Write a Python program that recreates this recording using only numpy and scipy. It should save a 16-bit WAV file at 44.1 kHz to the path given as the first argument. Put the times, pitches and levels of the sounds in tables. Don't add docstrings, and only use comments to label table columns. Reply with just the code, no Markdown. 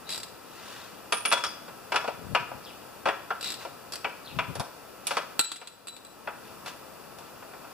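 import sys
import numpy as np
from scipy import signal
from scipy.fft import rfft, irfft, next_fast_len
from scipy.io import wavfile
from scipy.ndimage import uniform_filter1d, minimum_filter1d, map_coordinates

SR = 44100
rng = np.random.default_rng(int(sys.argv[2]) if len(sys.argv) > 2 else 0)


def wrap_up_sound(samples):
    columns = np.atleast_2d(samples).T
    tamed = np.clip(columns, -1, 1)
    steps = np.round(tamed * 32767).astype(np.int16)
    wavfile.write(sys.argv[1], SR, steps)


N = 340879
RING = np.arange(int(.6 * SR)) / SR


def amp(db):
    return 10 ** (np.asarray(db) / 20)


def unit(x):
    return x / np.sqrt(np.mean(x ** 2) + 1e-20)


def along(points, hz):
    point_hz, value = np.transpose(points)
    return np.interp(np.log(hz + 1), np.log(point_hz), value)


def tilted(spectrum, tilt):
    hz, db = np.transpose(spectrum)
    return np.c_[hz, db + along(tilt, hz)]


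def filtered(x, response):
    n = x.shape[-1]
    padded = next_fast_len(n + 4096)
    hz = np.fft.rfftfreq(padded, 1 / SR)
    return irfft(rfft(x, padded) * response(hz), padded)[..., :n]


def wobble(rate):
    knots = rng.standard_normal(int(N * rate / SR) + 4)
    return map_coordinates(knots, [np.arange(N) * rate / SR])


def swells(rows):
    t = np.arange(N) / SR
    return sum(amp(db) * np.exp(-2 * ((t - s) / length) ** 2) for s, length, db in rows)


def add(track, s, sound):
    start = max(round(s * SR), 0)
    part = sound[..., :N - start]
    track[:, start:start + part.shape[-1]] += part


def noise(size, spectrum, alike, lo_hz=0, hi_hz=SR):
    hz = np.fft.rfftfreq(size, 1 / SR)
    turn = np.arccos(np.clip(along(alike, hz), -1, 1)) / 2
    gain = amp(along(spectrum, hz)) * (hz >= lo_hz) * (hz < hi_hz)
    white = rfft(rng.standard_normal((2, size)))
    mid, side = irfft(white * gain * [np.cos(turn), np.sin(turn)], size)
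    return unit(np.array([mid + side, mid - side]))


# pitch_hz, likeness (1 = the same)
NEAR_ALIKE = [(300, 0.85), (2500, 1), (5500, 0.22), (9000, 0.64)]


def burst(spectrum, t60, lo_hz=0, hi_hz=SR, size=8192):
    t = RING[:size]
    attack = 1 - np.exp(-t / .0003)
    fade = 1000 ** (-t / t60) * attack
    sound = noise(size, spectrum, NEAR_ALIKE, lo_hz, hi_hz) * fade
    return unit(sound) * np.sqrt(np.mean(fade ** 2))


def ring(modes, scatter_db, detune, tilt=((1000, 0), (2000, 0))):
    hz, db, t60 = np.transpose(modes)[:, :, None]
    level, shift, phase = rng.standard_normal((3, len(modes), 1))
    swing = np.sin(2 * np.pi * (hz * (1 + detune * shift) * RING + phase))
    strength = amp(db + scatter_db * level + along(tilt, hz))
    sound = np.sum(strength * np.exp(-np.log(1000) * RING / t60) * swing, axis=0)
    return sound * (1 - np.exp(-RING / .0003))


def shiver():
    return unit(amp(3.7 * wobble(200)[:len(RING)]))


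# start_s, clank_db, then
# relative to the clank thud_db, clink_db (extra near 2.6 kHz), edge_db (treble)
KNOCKS = [(1.123, -22.5, -4.5, 4.5, -.5), (1.252, -25.5, -10, 7.5, -0.5), (1.315, -25, -8, 3, -3),
          (1.324, -20, -2.5, 1, 1), (1.372, -34, -8, -9, -14), (1.438, -26.5, -10.5, 1.5, 0),
          (1.68, -46, 3.5, -2, -5), (1.92, -26.5, -1, 2, -5.5), (1.943, -29, 1.5, -3, -5),
          (1.959, -21, -8.5, 4, -4), (2.042, -38, 6.5, -4, -6), (2.077, -33.5, 7.5, 0, -5.5),
          (2.349, -18, -3.5, 5.5, -10), (2.514, -42.5, 9, -5, -15), (3.056, -25, 2, -4, -9.5),
          (3.072, -28.5, 2.5, -3, -9), (3.086, -23.5, -2.5, -3, -11), (3.305, -26, -3.5, -9, -17),
          (3.649, -39.5, 5, -2, -4), (3.935, -41.5, -4, -2, 7), (4.045, -25.5, -2.5, 5, -14),
          (4.388, -22.5, -8, 3, -12.5), (4.553, -39.5, 3, -1, 4), (4.597, -34, 4.5, -4, 4),
          (5.069, -35.5, -10, 13, 13), (5.108, -28, 1.5, 1, -4), (5.169, -24.5, -2, -1, -4.5),
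          (5.614, -36, 0.5, 1, -4), (6.274, -30, 0.5, -4, -17), (6.66, -39, 0, 0, .5),
          (7.186, -49, 3, -2, 4)]
REBOUND_S, REBOUND_SCATTER = .004, .4
REBOUND_LOSS_DB = 4


def knocks():
    out = np.zeros((2, N))
    for s, db, *colour in KNOCKS:
        flight_s = REBOUND_S * np.exp(REBOUND_SCATTER * rng.standard_normal())
        add(out, s, amp(db) * contact(*colour))
        add(out, s + flight_s, amp(db - REBOUND_LOSS_DB) * contact(*colour))
    return out


# pitch_hz, level_db (relative)
CLANK = [(120, -20.5), (280, -16.5), (520, -2.5), (950, -1), (1350, 4.5), (1900, -5), (2400, 1), (2800, -5),
         (3400, -10), (5300, -9.5), (6400, -18.5), (10600, -18.5), (12500, -39)]
# pitch_hz, level_db (relative), t60_s
ENGINE = [(424, -25, .4), (548, -16, .16), (681, -18, .13), (971, -5, .1), (1201, -15, .22),
          (1301, -14, .13), (1405, -17, .09), (1690, -22, .2), (2286, -14, .08), (2424, -13, .09),
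          (2790, -15, .07), (2940, -17, .09)]


def contact(thud_db, clink_db, edge_db, thud_t60=0.11, clank_t60=0.1, edge_t60=0.083, crack_t60=0.012,
            split_lo_hz=1000, split_hi_hz=3500):
    out = np.zeros((2, len(RING)))
    upper_db = 0.64 * (edge_db + 13.5) - 0.66 * (thud_db + 1.5)
    colour = [(1800, 0), (2400, clink_db), (2850, clink_db), (3400, upper_db)]
    clank = tilted(CLANK, colour)
    edge = tilted(CLANK, [(5000, 0), (10000, 0.8 * (edge_db + 3.5))])
    add(out, .001, amp(thud_db) * burst(CLANK, thud_t60, hi_hz=split_lo_hz))
    add(out, 0, amp(1.02) * burst(clank, clank_t60, split_lo_hz, split_hi_hz))
    add(out, 0, amp(0.48 * clink_db - 0.5) * burst(clank, crack_t60, split_lo_hz, split_hi_hz))
    add(out, 0, amp(edge_db - 3.5) * burst(edge, edge_t60, lo_hz=split_hi_hz))
    add(out, 0, amp(edge_db + 2.5) * burst(edge, crack_t60, lo_hz=split_hi_hz))
    return out + amp(-1.5) * shiver() * ring(ENGINE, scatter_db=3.5, detune=0.007, tilt=colour)


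TWIRL_START_S, TAP_GAP_S, TAP_SCATTER_S = 7.425, .108, 0.00492
TAP_DB, TAP_THUD_DB, TAP_CLINK_DB, TAP_EDGE_DB = -45, 2, -4.5, -22


def plug_taps(count=3):
    out = np.zeros((2, N))
    times = TWIRL_START_S + TAP_GAP_S * np.arange(count) + TAP_SCATTER_S * rng.standard_normal(count)
    for s in times:
        add(out, s, amp(TAP_DB) * contact(TAP_THUD_DB, TAP_CLINK_DB, TAP_EDGE_DB))
    return out


# start_s, level_db (before the mode levels),
# pitch_hz near which the contact excites it most
SINGS = [(0.105, -54, 9520), (1.123, -38, 9520), (1.252, -38, 9520), (1.325, -46, 3400), (1.437, -38, 5600)]
# pitch_hz, level_db (relative), t60_s
SOCKET = [(3400, 0, .28), (3445, -1, .14), (4877, -3, .22), (5450, -8, .24), (6600, -5, .2), (9505, -4, .3),
          (9565, -5, .2)]


def socket(favour_db=17):
    out = np.zeros((2, N))
    for s, db, hz in SINGS:
        spot = [(.75 * hz, 0), (hz, favour_db), (1.3 * hz, 0)]
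        add(out, s, amp(db) * shiver() * ring(SOCKET, scatter_db=0.5, detune=0.0014, tilt=spot))
    return out


# pitch_hz, level_db (relative)
PAWL = [(1200, -6.5), (2400, -2.5), (3700, -3), (5000, 2.5), (6300, -10.5), (7900, 4), (9300, -10.5),
        (12300, -7), (14000, -22)]
# start_s, length_s, teeth (passed), fastest_tooth (index at top speed),
# slowing (per tooth squared), tick_db (nominal), scrape_db, pitch_hz at which the ticks ring most
STROKES = [(0.092, 0.14, 10, 2.25, 0.072, -31.5, -37, 4100),
           (3.41, 0.13, 9, 3.18, .026, -29.5, -33.5, 3650), (3.922, .034, 3, 0.149, 0.93, -29, -48, 4900)]
TICK_DB_PER_DOUBLING, TICK_SCATTER_DB = 0.5, 2
SCRAPE_SHARE = 0.41


def ratchet():
    scrape_colour = [(2300, -15), (3600, -12), (3970, 5.5), (4300, -10), (14000, -42)]
    scrape = noise(N, scrape_colour, NEAR_ALIKE, lo_hz=1980)
    out = np.zeros((2, N))
    for start, length, teeth, fastest, slowing, tick_db, scrape_db, hz in STROKES:
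        tick = tilted(PAWL, [(0.86 * hz, 0), (hz, 5.5), (1.5 * hz, 0)])
        tooth = np.arange(round(teeth))
        slowness = 1 + abs(slowing) * (tooth - fastest) ** 2
        elapsed = np.cumsum(slowness) - slowness
        times = start + length * elapsed / elapsed[-1]
        scatter = TICK_SCATTER_DB * rng.standard_normal(len(tooth))
        levels = tick_db - TICK_DB_PER_DOUBLING * np.log2(slowness) + scatter
        for s, db in zip(times, levels):
            ringing = amp(db - 2) * burst(tick, t60=0.065)
            click = amp(db + 3.5) * burst(tick, t60=0.0056)
            add(out, s, ringing + click)
        top_speed_s = np.interp(fastest + .5, tooth, times)
        out += swells([(top_speed_s, SCRAPE_SHARE * length, scrape_db)]) * scrape
    return out


# start_s, crack_db, ring_db (before the mode levels)
BOUNCES = [(5.393, -5.5, -13), (5.517, -18.5, -26), (5.56, -27, -38), (5.673, -27, -31), (5.871, -31, -32),
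           (5.882, -28.5, -28), (5.965, -34.5, -50), (6.049, -42, -36)]
# pitch_hz, level_db (relative)
CONCRETE = [(100, -27), (330, 0.5), (650, -11), (1350, -1.5), (1850, -6.5), (2550, -0.5), (4500, 1.5),
            (6200, -12), (7800, 2.5), (15000, -25.5)]
# pitch_hz, level_db (relative), t60_s
WRENCH = [(1357, -16, .22), (3973, -2.5, .3), (4020, -2, .12), (7755, 0, .06), (7775, -5, .3),
          (7850, -7, .22), (10804, -15, .24), (12349, -17, .22)]


def dropped_wrench(ground_db_per_s=170):
    out = np.zeros((2, N))
    landing_s = BOUNCES[0][0]
    add(out, landing_s, amp(-2) * burst([(8000, 0)], t60=0.005, lo_hz=8000))
    for k, (s, crack_db, ring_db) in enumerate(BOUNCES):
        damping = amp(-ground_db_per_s * RING * (k > 0))
        add(out, s, amp(crack_db) * burst(CONCRETE, t60=0.013))
        add(out, s, amp(crack_db - 3.5) * burst(CONCRETE, t60=0.068))
        add(out, s, amp(ring_db) * shiver() * damping * ring(WRENCH, scatter_db=1.0, detune=0.00071))
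    return out


# middle_s, length_s, level_db
BRUSHES = [(0.715, 0.31, -45.5), (3.62, 0.039, -44), (5.116, 0.074, -39.5), (6.688, 0.037, -40),
           (7.256, 0.077, -56)]


def gloves():
    cloth_colour = [(200, -25.0), (800, 2.5), (3000, 0.0), (5000, -2.5), (14000, -16.5)]
    cloth = noise(N, cloth_colour, NEAR_ALIKE)
    grain = amp(1.5 * wobble(170))
    return swells(BRUSHES) * unit(cloth * grain)


def radiated(x, corner_hz=110):
    return filtered(x, lambda hz: (1j * hz / (corner_hz + 1j * hz)) ** 2)


# start_s, level_db (before the slur's own level)
CHIRPS = [(2.635, -49.5), (4.245, -47), (6.425, -59.5)]
# time_s (after its start), pitch_hz, level_db (relative)
SLUR = [(0, 4510, -8), (.014, 4800, 4), (.026, 3600, 4.5), (.072, 2600, 0), (.1, 2400, -18)]


def bird():
    out = np.zeros((2, N))
    s, hz, level = np.transpose(SLUR)
    t = RING[RING < s[-1]]
    for start, db in CHIRPS:
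        pitch = np.interp(t, s, hz) * (1 + .09 * wobble(900)[:len(t)])
        rasp = unit(wobble(600)[:len(t)])
        tone = np.sin(2 * np.pi * np.cumsum(pitch) / SR)
        add(out, start, amp(db + np.interp(t, s, level)) * rasp * tone)
    return out


# pitch_hz, t60_s
GARAGE = [(200, 0.68), (2500, 0.65), (6000, 0.66), (12000, 0.066)]


def garage(x, echo_s=.047, echo_db=-19, tail_db=-15):
    hz, t, z = signal.stft(noise(len(RING), [(1000, 0)], FAR_ALIKE), SR, nperseg=256)
    decay = 1000 ** (-t / along(GARAGE, hz)[:, None])
    tail = signal.istft(z * decay, SR, nperseg=256)[1][:, :len(RING)]
    smear = (RING > echo_s) * np.exp(-np.abs(RING - echo_s) / 0.012)
    wall = noise(len(RING), [(1000, 0)], NEAR_ALIKE) * smear
    answer = (amp(tail_db) * unit(tail) + amp(echo_db) * unit(wall)) / np.sqrt(len(RING))
    answer = filtered(answer, lambda f: amp(along([(300, -4.5), (1300, 2.5)], f)))
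    return signal.fftconvolve(x, answer, axes=1)[:, :N]


# time_s, level_db (before the port offsets)
GUSTS = [
    [(2.12, -62), (2.338, -41), (2.354, -66), (2.426, -45.5), (2.444, -64), (2.58, -52), (2.618, -75)],
    [(4.28, -66), (4.368, -43), (4.47, -52), (4.506, -37.5), (4.554, -56), (4.604, -37), (4.636, -69)],
]
# pitch_hz, level_db (relative)
BUFFET = [(20, -33), (70, -6.5), (140, -0.5), (260, -7.5), (500, -18), (1200, -39)]


def wind():
    t = np.arange(N) / SR
    curves = [np.interp(t, *np.transpose(gust), left=-np.inf, right=-np.inf) for gust in GUSTS]
    gusts = sum(amp(curve) for curve in curves)
    return gusts * noise(N, BUFFET, [(100, 0.083)]) * amp([[4], [-6]])


# pitch_hz, level_db (relative)
OUTDOORS = [(20, -22), (50, -12.5), (95, -4.5), (200, -1.5), (500, 0.5), (1300, -3), (1900, -11),
            (2600, -9), (3700, -15.5), (5000, -11.5), (6500, -17), (15000, -17)]
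# pitch_hz, likeness (1 = the same)
FAR_ALIKE = [(60, 0.14), (180, 0.51), (550, 0.49), (1650, 0.87), (4970, 0.098), (15000, 0.064)]
# pitch_hz, level_db (rms)
WHINES = [(1319, -61.5), (14836, -67)]


def background():
    t = np.arange(N) / SR
    drift = amp(.4 * wobble(2.5))
    air = noise(N, OUTDOORS, FAR_ALIKE) * amp(-46.5) * drift
    tones = sum(amp(db) * np.sqrt(2) * np.sin(2 * np.pi * hz * t + 0.71 * wobble(13)) for hz, db in WHINES)
    return air + tones


def scene():
    metal = radiated(knocks() + plug_taps() + socket() + ratchet())
    tools = metal + dropped_wrench() + gloves()
    chirps = bird()
    echoes = garage(tools + amp(7.0) * chirps)
    return tools + chirps + echoes + wind() + background()


# pitch_hz, balance_db (left minus right), lead_rad (by which left leads)
PORTS = [(100, 8, -.7), (500, 6.5, -1.15), (800, 4.5, -1), (1150, 0, -.45), (1800, .7, -.4),
         (2700, 4.7, -.3), (4500, 4.3, -.9), (6400, 0, -1.5), (9600, -4, -3.7), (14000, -.5, -4.8)]
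# pitch_hz, width_hz, depth_db
NOTCHES = [(2190, 90, -17), (3110, 80, -16), (4100, 80, -12), (5110, 80, -11), (6110, 120, -16)]


def microphone(hz):
    port_hz, balance_db, lead = np.transpose(PORTS)
    balance = amp(along(np.c_[port_hz, balance_db], hz) / 2)
    half = balance * np.exp(.5j * along(np.c_[port_hz, lead], hz))
    dips = [1 - (1 - amp(db)) * 1j * hz * 2 * w / (c * c - hz * hz + 2j * hz * w) for c, w, db in NOTCHES]
    return np.array([half, 1 / half]) * np.prod(dips, axis=0)


def gain_control(x, threshold_db=-19.0, hold_s=0.22, recovery_db_per_s=10.0):
    treble = filtered(x, lambda hz: hz > 3500)
    power = np.abs(uniform_filter1d(np.mean(treble ** 2, axis=0), size=256, origin=70))
    wanted_db = np.minimum(threshold_db - 10 * np.log10(power + 1e-12), 0)
    reach = int(hold_s * SR / 2)
    held_db = minimum_filter1d(wanted_db, 2 * reach + 1, origin=reach)
    climb_db = recovery_db_per_s * np.arange(N) / SR
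    return x * amp(np.minimum.accumulate(held_db - climb_db) + climb_db)


TOP_HZ = 15500


def record(dry):
    heard = filtered(dry, microphone)
    return filtered(gain_control(heard), lambda hz: hz < TOP_HZ)


dry = scene()
out = record(dry)
wrap_up_sound(out)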